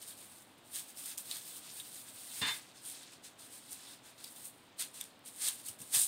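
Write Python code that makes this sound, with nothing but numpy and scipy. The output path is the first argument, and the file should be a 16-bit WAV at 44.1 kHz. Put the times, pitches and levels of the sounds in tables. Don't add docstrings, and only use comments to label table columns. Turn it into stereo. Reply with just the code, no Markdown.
import sys
import numpy as np
from scipy import signal
from scipy.fft import rfft, irfft
from scipy.io import wavfile

SR = 44100
rng = np.random.default_rng(int(sys.argv[2]) if len(sys.argv) > 2 else 0)


def volts(x):
    e = np.asarray(x, float) / 20
    return 10 ** e


def unload_audio(sound):
    columns = np.transpose(np.atleast_2d(sound))
    steps = np.round(np.clip(columns, -1, 1) * 32767)
    wavfile.write(sys.argv[1], SR, steps.astype(np.int16))


N = 267830

# full_strength_s, hold_s, crackle_level_db,
# rise_ms (for 20 dB, at least 1), flexing_above_crackle_db
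SLEEVE_MOVES = [(0.028, .002, -50.5, 62, -5), (0.082, 0.031, -47.5, 56, -9.5),
                (0.185, 0.083, -52.5, 53, -9), (0.318, .11, -56, 100, -10), (.47, 0.066, -68.5, 60, -13),
                (0.58, .002, -66, 11, -4), (.658, .06, -62.5, 50, -11), (0.748, 0.049, -41, 45, -8),
                (0.9, .005, -53, 100, -5.5), (0.983, .08, -46.5, 41, -7.5), (1.06, 0.059, -45, 17, -6),
                (1.175, .02, -43.5, -2, -9.5), (1.259, .04, -50.5, 44, -8), (1.318, 0.066, -45, 80, -3.5),
                (1.47, 0.054, -48, 133, -7.5), (1.566, 0.0034, -45, 56, -8),
                (1.649, 0.065, -54.5, 90, -0.5), (1.769, .04, -47, 150, -8.5), (1.85, .04, -51.5, 40, -6),
                (1.944, .07, -48.5, 100, -8), (2.085, 0.011, -51.5, 124, -5), (2.15, .01, -52.5, 41, -9),
                (2.198, 0.075, -51, 120, -6.5), (2.369, 0.05, -43.5, 206, -7),
                (2.473, 0.097, -44.5, 37, -4), (2.615, 0.095, -64, 60, 2.5), (2.758, .08, -61.5, 30, 0),
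                (2.862, .06, -44.5, 50, -11), (2.951, 0.023, -54, 60, -0.5), (3.021, 0.0092, -55, 86, 0),
                (3.07, .01, -69, 40, 12), (3.131, 0.0017, -57.5, 69, 1), (3.243, 0.027, -52.5, 21, -2.5),
                (3.395, 0.072, -53.5, 20, -5.5), (3.534, .05, -51, 83, -7.5), (3.628, 0.076, -59.5, 80, -5),
                (3.725, .002, -43.5, 53, -10.5), (3.777, 0.13, -57, 80, -0.5), (3.921, .02, -55, 202, -1.5),
                (4.062, 0.035, -58.5, 54, -0.5), (4.181, 0.041, -61, 8, 2.5),
                (4.258, 0.023, -53.5, 130, -6), (4.312, 0.011, -54, 40, -10),
                (4.359, 0.083, -52.5, 21, -6.5), (4.455, 0.014, -46.5, 50, -23),
                (4.54, 0.13, -67.5, 60, -9), (4.797, 0.02, -37, 15.5, -6), (4.944, 0.044, -50, 16, -7),
                (5.006, .002, -50, 15, -2), (5.049, 0.0092, -56, 36, -10), (5.073, 0.038, -70.5, 62, -10),
                (5.26, 0.028, -48, 17, -11.5), (5.36, .06, -50.5, 76, -18), (5.422, 0.029, -36, 35, -7),
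                (5.475, 0.0037, -33.5, 87, -6), (5.54, 0.021, -48.5, 60, -11), (5.598, .002, -51.5, 37, -9),
                (5.663, 0.03, -43, 37, -11), (5.789, .08, -52.5, 4, -11), (5.896, .02, -53, 63, -14),
                (5.945, 0.014, -26.5, 27.5, -8), (5.991, 0.048, -27.5, 55, -23)]
# frequency_hz, level_db
CRACKLE_COLOUR = [(300, -24), (1500, -22), (3000, -10), (6000, -0.5), (10000, 5.5), (16000, -3)]
# frequency_hz, level_db
FLEXING_COLOUR = [(300, -4.5), (800, -6), (1500, 0.5), (3000, 1), (5000, 8.5), (8000, 8.5), (16000, -16)]
# time_s, gain_db
TOP_TREBLE_GAIN = [(0, 0.1), (.5, 0), (1.1, 3.5), (1.8, 1.5), (2.5, 0.5), (2.9, -3), (3.6, -3), (4.4, 2.5),
                   (4.9, -2.5), (5.4, -5), (5.75, 0.5), (6.07, -5)]
# start_s, peak_db (bright part, ahead of the
# ports), ring_above_bright_db, ring_hz, decay_ms
CREASE_SNAPS = [(0.023, -45, -8, 3720, 5.4), (0.758, -29, -19, 4410, 1.5), (0.9727, -42, 2, 5130, .8),
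                (1.058, -31, -20, 4640, 2.4), (1.1, -45, -6, 3720, 1.5), (1.1787, -31, -13, 3180, 1.7),
                (1.1846, -32, -16, 3690, 1.1), (1.3119, -30.5, 7, 4240, 2.3), (1.3574, -37, 2, 4640, 1.1),
                (1.3686, -33.5, -6, 4030, 1.1), (1.799, -40.5, 3.5, 3740, 3), (2.8514, -47, -2, 3100, 1.1),
                (2.898, -38, -15, 4000, 2.8), (3.7285, -36.5, -12, 4840, 2.7), (4.241, -38, -4, 5100, 1.3),
                (4.244, -40, 8, 4460, 1.3), (4.362, -42, -9, 3500, 1.2), (4.453, -42, -18, 5040, 4),
                (4.823, -30, -1, 4600, 0.92), (4.9432, -48, -8, 5440, 1.1), (5.011, -29.5, -6, 3550, 1.5),
                (5.04, -35, -18, 3300, .6), (5.1925, -54, -28, 4450, 0.73), (5.279, -40, -15, 4000, 2),
                (5.4835, -23, -6, 3870, 4.3), (5.684, -33, -14, 3160, 7.2), (5.8017, -45, -11, 3410, 3.0),
                (5.8154, -37.5, -14, 2940, 7.2), (5.876, -46, -17, 4000, 1.5), (5.9479, -21, -7, 4480, 1.5),
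                (5.967, -22, -20, 4770, 2.8), (6.0164, -22, -22, 4410, 1.1)]
# start_s, level_db, contact (0 corner to 1 edge)
PLATE_BLOWS = [(2.4155, -34, .01), (2.427, -33, .01), (2.454, -42.5, 0.46), (2.47, -43, 0.9),
               (2.484, -36, 0.84), (2.512, -42.5, 0.57)]
# frequency_hz, corner_level_db, edge_level_db, t60_s
PLATE_MODES = [(289, -8.5, -22, 0.15), (426, -13.5, -22, 0.49), (923, -4, -6, 0.067), (1204, -21, -9, 0.15),
               (1550, -30, -3, 0.17), (1720, -16, -10, 0.24), (1803, -6, -15, .2), (1940, -24, -20, 0.092),
               (2086, -33, 0.5, 0.58), (2360, -22, -9, 0.15), (2570, -19, -9, 0.12),
               (2590, -28, -22, 0.096), (2800, -9.5, -16, 0.21), (3290, -33, -27, 0.18),
               (3576, -13.5, -17, 0.41), (4010, -23, -10, 0.28), (4371, -15, -15, 0.18),
               (4700, -33, -22, 0.12), (5180, -8, -3, 0.11), (5970, -28, -16, 0.16), (5840, -34, -14, 0.21),
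               (6770, -16, 0, 0.1), (7150, -16, -16, 0.12), (8260, -22, -17, 0.089)]
# time_s, level_db
EDGE_DRAG = [(2.414, -54), (2.419, -36), (2.44, -41), (2.485, -37.5), (2.53, -53.5), (2.56, -50.5),
             (2.6, -69), (2.66, -64)]
# frequency_hz, level_db
SCRAPE_COLOUR = [(60, -18), (110, -1), (250, -9), (550, -9.5), (1000, 0), (1350, -0.5), (1700, 4.5),
                 (2400, 0), (3000, -3.5), (3500, -10), (4500, -5.5), (6000, -13.5), (16000, -49)]
# start_s, level_db (ahead of the filters), contact_cutoff_hz
DESK_THUMPS = [(2.415, -18, 1100), (5.69, -28.5, 298), (5.799, -33, 500), (5.815, -31, 500),
               (5.962, -25, 400)]
# frequency_hz, level_db
AIR_COLOUR = [(25, -24), (60, -25), (110, -5), (180, -4.5), (270, 2.5), (400, -7.5), (700, -7.5),
              (1200, -12.5), (2500, -19), (5000, -28), (9000, -46), (16000, -37)]
# frequency_hz, likeness (share of power, 0 to 1)
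AIR_LEFT_RIGHT_LIKENESS = [(25, .1), (60, 0.61), (250, 0.91), (500, 0.46), (1000, 0.24), (2000, 0.086),
                           (5000, 0.035)]
# frequency_hz, gain_db
LEFT_PORT_RESPONSE = [(2000, 1.63), (3500, 3.1), (5500, 2.5), (7000, 6.3), (8000, 11.7), (9000, 15.65),
                      (10000, 8.7), (11500, 3.8), (13500, 12.1), (15000, 7.1), (16000, 14.3)]
# frequency_hz, gain_db
RIGHT_PORT_RESPONSE = [(60, 0.5), (250, 0), (600, -1), (1200, 0.5), (2200, 2.5), (3000, 8), (3700, 11),
                       (4600, 5.5), (6000, -3.5), (8000, -10.5), (11000, -11), (16000, -7)]


def sleeve():
    usual_crackle_db = -54.5
    crackle_db = handling(fall_db_per_s=300, rest_db=-92.5, flexing=False)
    flex_db = handling(fall_db_per_s=280, rest_db=-74, flexing=True)
    clumps_db = 4.0 * drift(60)
    stroke_db = 0.35 * (crackle_db - usual_crackle_db)
    busy = np.clip(volts(clumps_db + stroke_db), 0.4, 6)

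    ticks = grains(5000 * busy, spread_db=2.0, max_lag_s=0.0004)
    crackle = unit_band(ports(colour(ticks, CRACKLE_COLOUR)), 4400, 19900)
    treble = signal.butter(3, 12900, "high", fs=SR, output="sos")
    top = signal.sosfiltfilt(treble, crackle)
    crackle = crackle + (volts(in_time(TOP_TREBLE_GAIN)) - 1) * top

    panels = 0
    for hz in np.geomspace(500, 6500, 12):
        kicks = grains(900 * busy, spread_db=1.4, max_lag_s=0.0002)
        kicks = kicks * volts(2.2 * drift(26))
        panels = panels + resonance(kicks, hz, width_hz=0.24 * hz) / np.sqrt(hz)
    flexing = unit_band(ports(colour(panels, FLEXING_COLOUR)), 1500, 8700)
    return volts(crackle_db) * crackle + volts(flex_db) * flexing


def handling(fall_db_per_s, rest_db, flexing):
    sag_db_per_s = 30
    settle_db, settle_fall_db_per_s = -16, 99
    t = np.arange(0, N + 44, 44) / SR
    peak_s, hold_s, level_db, rise_ms, flex_db = np.transpose(SLEEVE_MOVES)[:, :, None]
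    since = t - peak_s
    hold_s = np.maximum(hold_s, 0)
    let_go = np.maximum(since - hold_s, 0)
    rise = 20 * np.minimum(since, 0) * 1000 / np.maximum(rise_ms, 1)
    sag = -sag_db_per_s * np.clip(since, 0, hold_s)
    fall = np.maximum(-fall_db_per_s * let_go, settle_db - settle_fall_db_per_s * let_go)
    move_db = level_db + flexing * flex_db + rise + sag + fall
    power = (volts(move_db) ** 2).sum(0) + volts(rest_db) ** 2
    return np.interp(np.arange(N) / SR, t, 10 * np.log10(power))


def snaps():
    attack_share = 0.2
    right_delay = 8
    t = np.arange(1300) / SR
    out = np.zeros((2, N + 1400))
    thin = signal.butter(2, [5200, 12500], "band", fs=SR, output="sos")
    for start_s, peak_db, ring_db, ring_hz, decay_ms in CREASE_SNAPS:
        at = round(start_s * SR)
        age = t * 1000 / max(decay_ms, 0.2)
        burst = rng.standard_normal(len(t)) * np.exp(-age) * np.minimum(age / attack_share, 1)
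        bright = signal.sosfilt(thin, burst)
        ring = resonance(burst, ring_hz, width_hz=460)
        sound = bright / abs(bright).max() + volts(ring_db) * ring / abs(ring).max()
        sound = volts(peak_db) * sound
        out[0, at:at + len(t)] += sound
        out[1, at + right_delay:at + right_delay + len(t)] += sound
    return ports(out[:, :N])


def plate():
    grip_s, grip_decay_s = 2.53, 0.014
    t = np.arange(N) / SR
    moving = (t > EDGE_DRAG[0][0]) & (t < EDGE_DRAG[-1][0])
    slips = grains(np.full(N, 12000.0), spread_db=1.5, max_lag_s=0.00012)
    scrape = unit_band(ports(colour(slips, SCRAPE_COLOUR)), 600, 6300)
    scrape = scrape * volts(in_time(EDGE_DRAG)) * moving

    ring = np.zeros(N)
    start_s, blow_db, contact = np.transpose(PLATE_BLOWS)
    for hz, corner_db, edge_db, t60_s in PLATE_MODES:
        mode_db = corner_db + np.clip(contact, 0, 1) * (edge_db - corner_db)
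        chance_db = rng.normal(0, 1.0, len(start_s))
        clicks = np.full(N, 1e-18)
        clicks[(start_s * SR).astype(int)] = volts(blow_db + mode_db + chance_db)
        r = volts(-60 / (t60_s * SR))
        w = 2 * np.pi * hz / SR
        ring += signal.lfilter([0, np.sin(w)], [1, -2 * r * np.cos(w), r * r], clicks)
    ring *= np.exp(-np.maximum(t - grip_s, 0) / grip_decay_s)

    heard = scrape + ports([ring, np.roll(ring, 4)])
    no_bass = signal.butter(4, 120, "high", fs=SR, output="sos")
    return signal.sosfilt(no_bass, heard)


def thumps():
    decay_s = 0.0087
    out = np.zeros(N)
    t = np.arange(N) / SR
    for start_s, level_db, cutoff_hz in DESK_THUMPS:
        fade = np.exp(-np.maximum(t - start_s, 0) / decay_s) * (t > start_s)
        shove = volts(level_db) * rng.standard_normal(N) * fade
        out += signal.sosfilt(signal.butter(2, cutoff_hz, fs=SR, output="sos"), shove)
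    out = signal.sosfilt(signal.butter(4, 100, "high", fs=SR, output="sos"), out)
    return ports([out, out])


def room(pair):
    t60_s, echo_db, wall_cutoff_hz = 0.14, -12.5, 2540
    t = np.arange(int(0.4 * SR)) / SR
    tail = rng.standard_normal((2, len(t))) * volts(-60 * t / t60_s) * (t > 0.002)
    tail = signal.sosfilt(signal.butter(1, wall_cutoff_hz, fs=SR, output="sos"), tail)
    tail /= np.sqrt((tail ** 2).sum(1, keepdims=True))
    return volts(echo_db) * signal.fftconvolve(pair, tail, axes=1)[:, :N]


def ventilation():
    level_db = -62
    shared, left, right = colour(rng.standard_normal((3, N)), AIR_COLOUR)
    hz = np.maximum(np.fft.rfftfreq(N, 1 / SR), 1)
    alike = np.clip(at_hz(AIR_LEFT_RIGHT_LIKENESS, hz), 0, 1)
    common = np.sqrt(alike) * rfft(shared)
    separate = np.sqrt(1 - alike) * rfft([left, right])
    air = unit_band(ports(irfft(common + separate, N)), 74, 5500)
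    return volts(level_db) * air * volts(0.085 * drift(5.1))


def ports(pair):
    turn_hz = 56.4
    a = np.exp(-2 * np.pi * turn_hz / SR)
    left = signal.lfilter([-a, 1], [1, -a], pair[0])
    return np.vstack([colour(left, LEFT_PORT_RESPONSE), colour(pair[1], RIGHT_PORT_RESPONSE)])


def grains(per_s, spread_db, max_lag_s):
    sizes = volts(spread_db * np.minimum(rng.exponential(1, N), 5)) * rng.choice([-1, 1], N)
    clicks = sizes * (rng.random(N) < per_s / SR) / np.sqrt(per_s)
    spot = rng.integers(0, 9, N)
    lags = np.linspace(-max_lag_s, max_lag_s, 9) * SR
    right = sum(np.roll(clicks * (spot == k), round(lag)) for k, lag in enumerate(lags))
    return np.array([clicks, right])


def resonance(x, hz, width_hz):
    r = np.exp(-np.pi * width_hz / SR)
    poles = [1, -2 * r * np.cos(2 * np.pi * hz / SR), r * r]
    return signal.lfilter([(1 - r * r) / 2, 0, (r * r - 1) / 2], poles, x)


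def drift(rate_hz):
    r = np.exp(-2 * np.pi * rate_hz / SR)
    slow = signal.lfilter([1], [1, -2 * r, r * r], rng.standard_normal(N + SR))[SR:]
    return slow / slow.std()


def colour(x, points):
    hz = np.maximum(np.fft.rfftfreq(4096, 1 / SR), 1)
    cepstrum = irfft(np.log(volts(at_hz(points, hz))))
    cepstrum[1:2048] *= 2
    cepstrum[2049:] = 0
    impulse = irfft(np.exp(rfft(cepstrum)))[None, :2048]
    return signal.fftconvolve(np.atleast_2d(x), impulse, axes=1)[:, :N]


def unit_band(pair, low_hz, high_hz):
    band_pass = signal.butter(4, [low_hz, high_hz], "band", fs=SR, output="sos")
    return pair / signal.sosfilt(band_pass, pair.mean(0)).std()


def in_time(rows):
    time_s, level_db = np.transpose(rows)
    return np.interp(np.arange(N) / SR, time_s, level_db)


def at_hz(points, hz):
    table_hz, values = np.transpose(points)
    return np.interp(np.log(hz), np.log(table_hz), values)


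def scene():
    desk = sleeve() + snaps() + plate() + thumps()
    return desk + room(desk) + ventilation()


def top_cut(x):
    return signal.sosfilt(signal.butter(12, 16840, fs=SR, output="sos"), x)


def record(dry):
    hiss_db = [[-96], [-78]]
    noisy = dry + volts(hiss_db) * rng.standard_normal((2, N))
    low_pass = signal.cheby2(12, 32, 15950, fs=SR, output="sos")
    mix = signal.sosfilt(low_pass, noisy)
    return top_cut(mix)


dry = scene()
out = record(dry)
unload_audio(out)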